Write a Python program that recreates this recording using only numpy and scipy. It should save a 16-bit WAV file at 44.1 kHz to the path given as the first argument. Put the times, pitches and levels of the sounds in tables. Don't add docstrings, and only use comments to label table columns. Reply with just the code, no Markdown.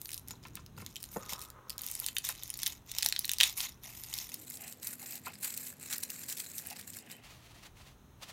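import sys
import numpy as np
from scipy import signal
from scipy.fft import rfft, irfft
from scipy.io import wavfile
from scipy.ndimage import uniform_filter1d

SR = 44100
rng = np.random.default_rng(int(sys.argv[2]) if len(sys.argv) > 2 else 0)


def wav_record(signal):
    frames = np.transpose(np.atleast_2d(signal))
    bounded = np.clip(frames, -1, 1)
    quanta = np.round(bounded * 32767).astype(np.int16)
    wavfile.write(sys.argv[1], SR, quanta)


N = 366912
TIME = np.arange(N) / SR
CUT_IN_S, CUT_OUT_S = 4.29, 7.21


def from_db(db):
    return 10 ** (np.asarray(db) / 20)


def rms_one(x):
    return x / np.sqrt(np.mean(x ** 2) + 1e-20)


def band(x, low_hz, high_hz, order=2):
    sos = signal.butter(order, [low_hz, min(high_hz, .45 * SR)], "band", fs=SR, output="sos")
    return signal.sosfilt(sos, x + 1e-18)


def colour(x, spectrum):
    hz, db = np.transpose(spectrum)
    bins_hz = np.fft.rfftfreq(N, 1 / SR)
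    gain = from_db(np.interp(np.log(bins_hz + 1), np.log(hz), db))
    cepstrum = irfft(np.log(gain), N)
    fold = np.r_[1, 2 * np.ones(N // 2 - 1), np.zeros(N - N // 2)]
    return irfft(rfft(x) * np.exp(rfft(cepstrum * fold)), N)


def noise(spectrum):
    return rms_one(colour(rng.standard_normal(N), spectrum))


def drift(per_s):
    knots_s = np.arange(0, TIME[-1] + 1, 1 / per_s)
    return rms_one(np.interp(TIME, knots_s, rng.standard_normal(N)[:len(knots_s)]))


def ring(x, hz, t60_s):
    r, w = 1000 ** (-1 / (t60_s * SR)), 2 * np.pi * hz / SR
    return signal.lfilter([0, np.sin(w)], [1, -2 * r * np.cos(w), r * r], x + 1e-18)


def resonance(x, hz, width_hz):
    r, w = np.exp(-np.pi * width_hz / SR), 2 * np.pi * hz / SR
    return signal.lfilter(np.array([1, 0, -1]) * (1 - r * r) / 2, [1, -2 * r * np.cos(w), r * r], x + 1e-18)


def wavering_tone(hz, waver, per_s):
    pitch_hz = hz * (1 + waver * drift(per_s))
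    return np.sqrt(2) * np.sin(2 * np.pi * np.cumsum(pitch_hz) / SR)


def strokes(rows, attack_s, release_s):
    start_s, length_s, db = np.transpose(rows)[:3, :, None]
    t = TIME[::40]
    fade = np.exp(np.minimum(t - start_s, 0) / attack_s - np.maximum(t - start_s - length_s, 0) / release_s)
    return np.interp(TIME, t, np.linalg.norm(from_db(db) * fade, axis=0))


def room_tone(full_db=-58.5, thin_db=-59, thin_hum_hz=245, thin_hum_db=-67):
    # frequency in Hz, relative density in dB.
    full_spectrum = [(15, -45), (25, 1), (134, -7), (175, -9.5), (405, -16), (489, -22.5), (796, -21),
                     (1230, -22.5), (2110, -31), (4140, -31), (4490, -42.5), (5880, -34.5), (6380, -30),
                     (7310, -39), (16000, -36.5)]
    thin_spectrum = [(40, -26), (60, -17), (80, 0.5), (160, 0.5), (240, -1.5), (330, -7.5), (500, -9),
                     (750, -14.5), (1200, -18.5), (2500, -22), (4000, -23), (16000, -32)]
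    # frequency in Hz, level in dB.
    hums = [(73, -72), (121, -66.5)]
    full = from_db(full_db) * noise(full_spectrum)
    full += sum(from_db(db) * wavering_tone(hz, waver=.0198, per_s=20) for hz, db in hums)
    thin = from_db(thin_db) * noise(thin_spectrum)
    thin += from_db(thin_hum_db) * wavering_tone(thin_hum_hz, waver=.0198, per_s=20)
    thin_share = uniform_filter1d(1. * ((TIME > CUT_IN_S) & (TIME < CUT_OUT_S)), SR // 50)
    return (1 - thin_share) * full + thin_share * thin


def crackle(effort, base_per_s, clump_db, ring_db, hiss_db, spread_db=4.8, facet_count=30):
    clumps = from_db(clump_db * drift(130))
    pull = np.clip(effort / from_db(-54), .5, 6)
    buckles = rng.random(N) < base_per_s * pull * clumps / SR
    sizes = from_db(spread_db * np.minimum(rng.exponential(1, N), 4))
    clicks = buckles * sizes * rng.choice([-1, 1], N)
    struck = rng.integers(0, facet_count, N)
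    facets_hz = np.linspace(1700, 15500, facet_count)
    facets = sum(ring(clicks * (struck == k), hz, t60_s=.01) for k, hz in enumerate(facets_hz))
    hiss = rng.standard_normal(N) * clumps * pull
    grains = rms_one(clicks) + from_db(ring_db) * rms_one(facets) + from_db(hiss_db) * rms_one(hiss)
    return grains / np.sqrt(uniform_filter1d(grains ** 2, SR // 25) + 1e-9)


def worked_foil(grains, spectrum, moves, attack_s, release_s, body_db, top_db, top_hz, wander_db=2):
    # centre in Hz, width in Hz.
    facet_groups = [(3500, 900), (5600, 1300), (7800, 1500), (10000, 1800), (13200, 2500)]
    top_gain = strokes(moves, attack_s, release_s)
    body_moves = [(s, length_s, db + over_db) for s, length_s, db, over_db in moves]
    body_gain = strokes(body_moves, attack_s, release_s)
    sound = colour(grains, spectrum)
    for hz, width_hz in facet_groups:
        sound = sound + (from_db(wander_db * drift(12)) - 1) * resonance(sound, hz, width_hz)
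    body = band(sound, 800, 6000, order=3)
    top = band(band(sound, 6000, 19000, order=3), 100, top_hz, order=1)
    return from_db(body_db) * body_gain * rms_one(body) + from_db(top_db) * top_gain * rms_one(top)


def foil_skirt(attack_s=.0081, release_s=.028):
    # start in seconds, length in seconds, level in dB, body over top in dB.
    presses = [(0.004, 0.18, -55, -9), (0.282, 0.029, -57, 2.5), (0.438, 0.0056, -59.5, 3.5),
               (0.554, 0.017, -60, 3), (0.777, 0.044, -55, 0), (0.872, 0.032, -61.5, -1),
               (0.965, 0.12, -60, -5), (1.119, 0.057, -49, -8), (1.209, 0.11, -58, 0),
               (1.295, 0.034, -45, -1.5), (1.421, 0.0038, -47, -5.5), (1.7, 0.014, -58, 0),
               (1.794, 0.303, -47.5, -4.5), (2.155, 0.013, -50.5, -18), (2.241, 0.063, -43.5, -1),
               (2.335, 0.23, -56.5, 0), (2.43, 0.011, -51, -10), (2.594, 0.13, -49.5, -0.5),
               (2.66, 0.012, -43, -5), (2.878, 0.75, -54.5, 0.5), (2.951, 0.046, -49.5, 1.5),
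               (3.045, 0.014, -43, -3), (3.403, 0.066, -39, 1), (3.577, 0.08, -40.5, -1.5),
               (3.834, 0.51, -51.5, -2.5), (4.113, 0.11, -48, -2)]
    # frequency in Hz, gain in dB.
    spectrum = [(290, -69), (500, -15), (586, -14.5), (988, -14.5), (1620, -23), (1980, -12), (3250, -15.5),
                (3810, -11.5), (4530, -14), (6700, -3), (7750, -4), (8960, 0), (10500, -1.5), (14500, 5.5),
                (16000, -22)]
    effort = strokes(presses, attack_s, release_s)
    grains = crackle(effort, base_per_s=600, clump_db=3.6, ring_db=0, hiss_db=-.5)
    foil = worked_foil(grains, spectrum, presses, attack_s, release_s, body_db=1.5, top_db=.5, top_hz=11000)
    return foil + lid_ring(foil, gain_db=3), effort


def lid_ring(foil, gain_db, uneven_db=0, detune=0):
    # frequency in Hz, gain in dB, t60 in seconds.
    modes = [(2210, -13, .03), (2620, -10, .03), (3060, -4, .04), (3430, 0, .055), (3720, -2, .04),
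             (5270, -7, .035), (6850, -4, .04)]
    gains = from_db(gain_db + uneven_db * rng.standard_normal(len(modes)))
    shifts = 1 + detune * rng.standard_normal(len(modes))
    return sum(gain * from_db(db) * resonance(foil, hz * shift, np.log(1000) / (np.pi * t60_s))
               for gain, shift, (hz, db, t60_s) in zip(gains, shifts, modes))


def snap(t, rise_s, crack_s, facet_s, facet_db, lid_db, count=30, flip_db=-7):
    after_s = np.maximum(t, 0)
    crack = rng.standard_normal(len(t)) * np.exp(np.minimum(t, 0) / rise_s - after_s / crack_s)
    hz = rng.uniform(3000, 15500, (count, 1))
    life_s = facet_s * rng.uniform(.5, 1.5, (count, 1))
    facets = rng.choice([-1, 1], (count, 1)) * np.sin(2 * np.pi * hz * after_s) * np.exp(-after_s / life_s)
    flip = facets[:3].sum(axis=0) * np.exp(-after_s / (2 * crack_s))
    sound = crack + from_db(flip_db) * flip + from_db(facet_db) * facets.sum(axis=0) * np.sqrt(2 / count)
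    return sound + lid_ring(sound, lid_db, uneven_db=2, detune=.025)


def snaps(rows, soft_db=-.5, sheet_db=-7, sheet_hz=(1760, 3160), middle_db=2.5, middle_sag=.65):
    # low edge in Hz, high edge in Hz.
    bands = [(2350, 4200), (4900, 9000), (9000, 16800)]
    lead, out = SR // 200, np.zeros(N + SR)
    t = np.arange(-lead, SR // 20) / SR
    for s, level_db, tilt_db in rows:
        if CUT_IN_S < s < CUT_OUT_S:
            sound = snap(t, rise_s=.0016, crack_s=.0019, facet_s=.003, facet_db=-13, lid_db=-20)
            level_db += soft_db
        else:
            ping_db = np.clip(-2 * tilt_db, -8, 6)
            sound = snap(t, rise_s=.00008, crack_s=.00044, facet_s=.0026, facet_db=-16, lid_db=ping_db)
        offsets_db = [-tilt_db, middle_db + middle_sag * min(tilt_db, 0), tilt_db, sheet_db - tilt_db]
        at = round(s * SR) - lead
        for (low_hz, high_hz), db in zip(bands + [sheet_hz], offsets_db):
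            part = band(sound, low_hz, high_hz, order=3)
            out[at:at + len(t)] += from_db(level_db + db) * part * np.sqrt(lead / np.sum(part ** 2))
    return out[:N]


def large_creases():
    # time in seconds, level in dB, tilt in dB per octave.
    creases = [(0.0157, -48.5, 8), (0.0569, -47, 3), (0.0914, -46.5, -1.5), (0.1171, -47, 3),
               (0.1339, -45, 2), (0.1433, -44.5, 6.5), (0.148, -55, -1), (0.2841, -50, 7.5),
               (0.3082, -46.5, 1), (0.5543, -47, 7), (0.663, -56, 1), (0.8633, -45, 0), (0.9577, -45, -3),
               (0.9652, -44.5, -3.5), (1.0287, -48, 7), (1.0398, -46, 1.5), (1.3336, -39, -1),
               (1.3928, -50, 2), (1.5022, -52.5, 5), (1.6964, -44, 4.5), (1.7031, -42, 2.5),
               (1.7805, -45.5, 7), (1.8182, -55, 18), (1.865, -53, 18), (1.9142, -45, 10),
               (1.9521, -42.5, 7.5), (2.0001, -48.5, 17), (2.0432, -44, -3), (2.0634, -35.5, 4.5),
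               (2.0855, -38.5, -2.5), (2.1669, -34.5, -6), (2.1839, -36.5, 5), (2.2499, -42.5, 6.5),
               (2.2896, -37, 5.5), (2.4344, -44, 6), (2.4782, -52, 5), (2.5023, -40.5, 6),
               (2.5401, -45.5, 4), (2.5742, -60, 20), (2.6323, -35.5, 1.5), (2.6626, -33.5, -1.5),
               (2.6672, -32.5, -1), (2.6761, -42, 10), (2.9157, -41, 1.5), (2.9848, -32.5, 1.5),
               (3.0078, -49, -6), (3.0248, -36.5, -1), (3.0291, -31.5, 0), (3.0481, -39, 5),
               (3.0613, -28.5, 2), (3.0877, -35, 4.5), (3.1247, -33, -4), (3.163, -38.5, -8),
               (3.1918, -36, 9.5), (3.2458, -43, -9.5), (3.2535, -40.5, 7.5), (3.279, -48, 3),
               (3.2937, -32.5, -3), (3.3158, -34, 4), (3.3349, -35.5, 3.5), (3.3848, -38.5, 2.5),
               (3.4028, -27, -7), (3.4099, -23, -6.5), (3.433, -23.5, -5), (3.438, -29.5, -3.5),
               (3.6048, -36.5, -4), (3.6132, -42, 3), (4.0368, -47, 4.5), (4.1389, -39, 1),
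               (4.1867, -40, 1.5), (4.3427, -42, 7), (4.501, -52.5, 14.5), (4.8715, -40, 7.5),
               (4.9398, -60, 12), (5.4459, -42.5, 5), (5.5759, -40.5, 6), (5.928, -38, -0.5),
               (5.9348, -39.5, 3), (5.9819, -43.5, 9), (6.0349, -37.5, 5), (6.1029, -41, 3.5),
               (6.285, -49, 2), (6.4016, -42, 0.5), (6.5822, -42.5, 6), (6.671, -52.5, 15.5),
               (6.9492, -56.5, 4), (7.1148, -50, 5)]
    return snaps(creases)


def small_creases(effort, runs=42, per_run=3, gap_s=.017, above_db=1, spread_db=5, limit_db=-46.5):
    starts_s = rng.uniform(.02, CUT_OUT_S, (runs, 1))
    times_s = (starts_s + gap_s * rng.exponential(1, (runs, per_run)).cumsum(axis=1)).ravel()
    strength, dullness = rng.standard_normal((2, len(times_s)))
    effort_db = 20 * np.log10(np.interp(times_s, TIME, effort) + 1e-9)
    level_db = np.minimum(effort_db + above_db + spread_db * strength, limit_db)
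    tilt_db = 3 - .5 * dullness
    return snaps(np.c_[times_s, level_db, tilt_db])


def grip_rumble():
    # start in seconds, length in seconds, level in dB.
    twists = [(.24, 0.12, -55.5), (.48, .13, -54.5), (.79, 0.035, -50), (1.17, .05, -58)]
    # frequency in Hz, relative density in dB.
    spectrum = [(40, -36), (80, 11.5), (150, 8.5), (300, -0.5), (500, -14.5), (1000, -49)]
    return strokes(twists, attack_s=.1, release_s=.068) * noise(spectrum)


def knocks(tick_db=1):
    # time in seconds, peak in dB, brightness in Hz.
    hits = [(0.305, -43, 1540), (.334, -49, 1210), (0.452, -38.5, 3900), (0.462, -47, 1990),
            (0.572, -39, 4000), (0.59, -45.5, 1490), (0.776, -41.5, 1230), (0.802, -43, 3020),
            (0.821, -44.5, 1960), (1.16, -26.5, 840), (1.167, -30.5, 830), (1.322, -33.5, 920),
            (1.334, -42, 1300), (2.016, -46.5, 1410), (2.086, -40, 3040), (2.291, -31.5, 3480),
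            (3.410, -34.5, 3460), (3.60, -42, 4000), (5.267, -32, 2140), (5.272, -38, 2100)]
    # frequency in Hz, gain in dB, t60 in seconds.
    modes = [(191.7, -8, 0.049), (400, -2, 0.014), (505, -6.5, 0.051), (544, -10, 0.072), (794, -1, 0.018),
             (911, 3.5, 0.029), (1049, 5.5, 0.028), (1190, 4, 0.016), (1387, 0, 0.071), (1506, -4.5, 0.045),
             (1813, 1, 0.049), (2177, 10.5, 0.011), (2690, 2.5, 0.051)]
    t, out = np.arange(SR // 5) / SR, np.zeros(N + SR)
    judder = from_db(-13) * np.exp(-t / .0018) + from_db(-34) * np.exp(-t / .025)
    for s, peak_db, bright_hz in hits:
        push = band((t == 0) + judder * rng.standard_normal(len(t)), bright_hz / 7, bright_hz, order=3)
        body = sum(ring(push, hz, t60_s) * from_db(db + rng.standard_normal()) * (-1) ** k
                   for k, (hz, db, t60_s) in enumerate(modes))
        tick = from_db(tick_db) * np.clip(bright_hz / 4000, 0, 1) * push / np.abs(push).max()
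        knock = body / np.abs(body).max() + tick
        at = round(s * SR)
        out[at:at + len(t)] += from_db(peak_db) * knock / np.abs(knock).max()
    return out[:N]


def jar_slide(rough_db=3):
    # start in seconds, length in seconds, level in dB.
    moves = [(1.235, 0.019, -53.5), (1.36, 0.45, -60.5)]
    # frequency in Hz, width in Hz, gain in dB.
    modes = [(516, 180, -12.5), (1024, 220, -8.5), (1230, 59, -6.5)]
    friction = rng.standard_normal(N) * from_db(rough_db * drift(110))
    body = sum(from_db(db) * resonance(friction, hz, width_hz) for hz, width_hz, db in modes)
    return strokes(moves, attack_s=.058, release_s=.095) * rms_one(band(body, 250, 1900))


def scuffs(rough_db=3):
    # centre in seconds, half length in seconds, level in dB, grating over hollow in dB.
    rubs = [(3.033, 0.0041, -49, -12), (3.061, 0.0034, -42.5, -7), (3.864, 0.02, -61.5, 1),
            (4.648, 0.044, -59.5, 4), (5.033, 0.013, -57, -6), (5.131, 0.035, -66, 8),
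            (5.285, 0.015, -52.5, 1.5), (6.666, 0.022, -63, 6), (6.725, 0.018, -55.5, 0),
            (7.108, 0.1, -69, 7.5)]
    # frequency in Hz, width in Hz.
    modes = [(750, 200), (2050, 700), (2500, 600)]
    friction = rng.standard_normal(N) * from_db(rough_db * drift(200))
    hollow, *lid = [rms_one(resonance(resonance(friction, *mode), *mode)) for mode in modes]
    grating, out = rms_one(sum(lid)), np.zeros(N)
    for s, half_s, db, grate_db in rubs:
        swell = np.exp(-.5 * ((TIME - s) / half_s) ** 2)
        out += from_db(db) * swell * (hollow + from_db(grate_db) * grating)
    return out


def foil_strip(attack_s=.018, release_s=.026):
    # start in seconds, length in seconds, level in dB, body over top in dB.
    tugs = [(4.322, 0.014, -61, -24), (4.386, 0.053, -56.5, -7), (4.479, 0.077, -50.5, -10),
            (4.61, 0.11, -53, -9), (4.834, 0.1, -47, -7), (5, 0.16, -51, -5.5),
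            (5.265, 0.0037, -48.5, -0.5), (5.322, 0.033, -56, -1.5), (5.438, 0.026, -38.5, -6.5),
            (5.494, 0.21, -47.5, -8.5), (5.814, 0.089, -49.5, -5.5), (5.915, 0.03, -42, -3.5),
            (6.03, 0.0064, -47, -4.5), (6.099, 0.14, -50, -6), (6.289, 0.036, -42.5, -8),
            (6.389, 0.022, -44, -9), (6.464, 0.25, -52, -7), (6.56, 0.031, -47, -22),
            (6.77, 0.036, -52, -1), (6.873, 0.027, -51, -8.5), (6.957, 0.017, -50.5, -6.5),
            (7.104, 0.017, -54, -2.5)]
    # frequency in Hz, gain in dB.
    spectrum = [(290, -67), (500, 7.5), (640, -6), (795, -8), (1190, -9), (1770, -2.5), (2570, -2),
                (3250, -11.5), (4090, -2), (4660, -6.5), (6230, -7.5), (7640, 2), (9920, -7.5), (13400, 0),
                (16000, -10)]
    effort = strokes(tugs, attack_s, release_s)
    grains = crackle(effort, base_per_s=1100, clump_db=4, ring_db=.5, hiss_db=0)
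    foil = worked_foil(grains, spectrum, tugs, attack_s, release_s, body_db=.5, top_db=2.5, top_hz=18900)
    return foil, effort


def drone(start_s=4.34, length_s=.12, level_db=-63):
    gain = strokes([(start_s, length_s, level_db)], attack_s=.04, release_s=.059)
    return gain * rms_one(resonance(rng.standard_normal(N), hz=310, width_hz=12))


def squeak():
    # start in seconds, length in seconds, level in dB.
    slips = [(7.125, .015, -62)]
    return strokes(slips, attack_s=.011, release_s=.037) * wavering_tone(hz=3040, waver=.0079, per_s=240)


def paper_towel(fibre_db=1.5, flutter_db=2.5):
    # start in seconds, length in seconds, level in dB.
    brushes = [(7.24, 0.415, -59.5), (7.24, 0.07, -58), (7.63, 0.028, -58.5), (7.77, 0.1, -62),
               (7.87, 0.021, -57), (8.225, 0.01, -49), (8.285, .035, -53.5)]
    # frequency in Hz, gain in dB.
    spectrum = [(290, -39.5), (500, -10), (1060, -9.5), (1600, -14), (1770, -9), (2850, -9.5), (4470, -11),
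                (5090, -14.5), (5550, -14), (16000, -24)]
    fibres = rng.standard_normal(N) * from_db(fibre_db * drift(1500) + flutter_db * drift(60))
    return strokes(brushes, attack_s=.011, release_s=.024) * rms_one(colour(fibres, spectrum))


def kitchen(x, t60_s=.17, wet_db=-15, wall_hz=9000):
    t = np.arange(SR // 2) / SR
    decay = from_db(-60 * t / t60_s) * (t > .003)
    tail = band(rng.standard_normal(len(t)), 200, wall_hz, order=1) * decay
    return x + from_db(wet_db) * signal.fftconvolve(x, tail / np.linalg.norm(tail))[:N]


def scene():
    skirt, press = foil_skirt()
    strip, pull = foil_strip()
    effort = press + from_db(-3.5) * pull
    foil = skirt + large_creases() + small_creases(effort) + strip
    near = foil + knocks() + jar_slide() + scuffs() + squeak() + paper_towel()
    return (kitchen(near) + grip_rumble() + drone() + room_tone())[None]


def record(dry):
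    low_cut = signal.butter(4, 36, "high", fs=SR, output="sos")
    high_cut = signal.ellip(10, .2, 80, 16000, fs=SR, output="sos")
    return signal.sosfilt(np.vstack([low_cut, high_cut]), dry)


dry = scene()
out = record(dry)
wav_record(out)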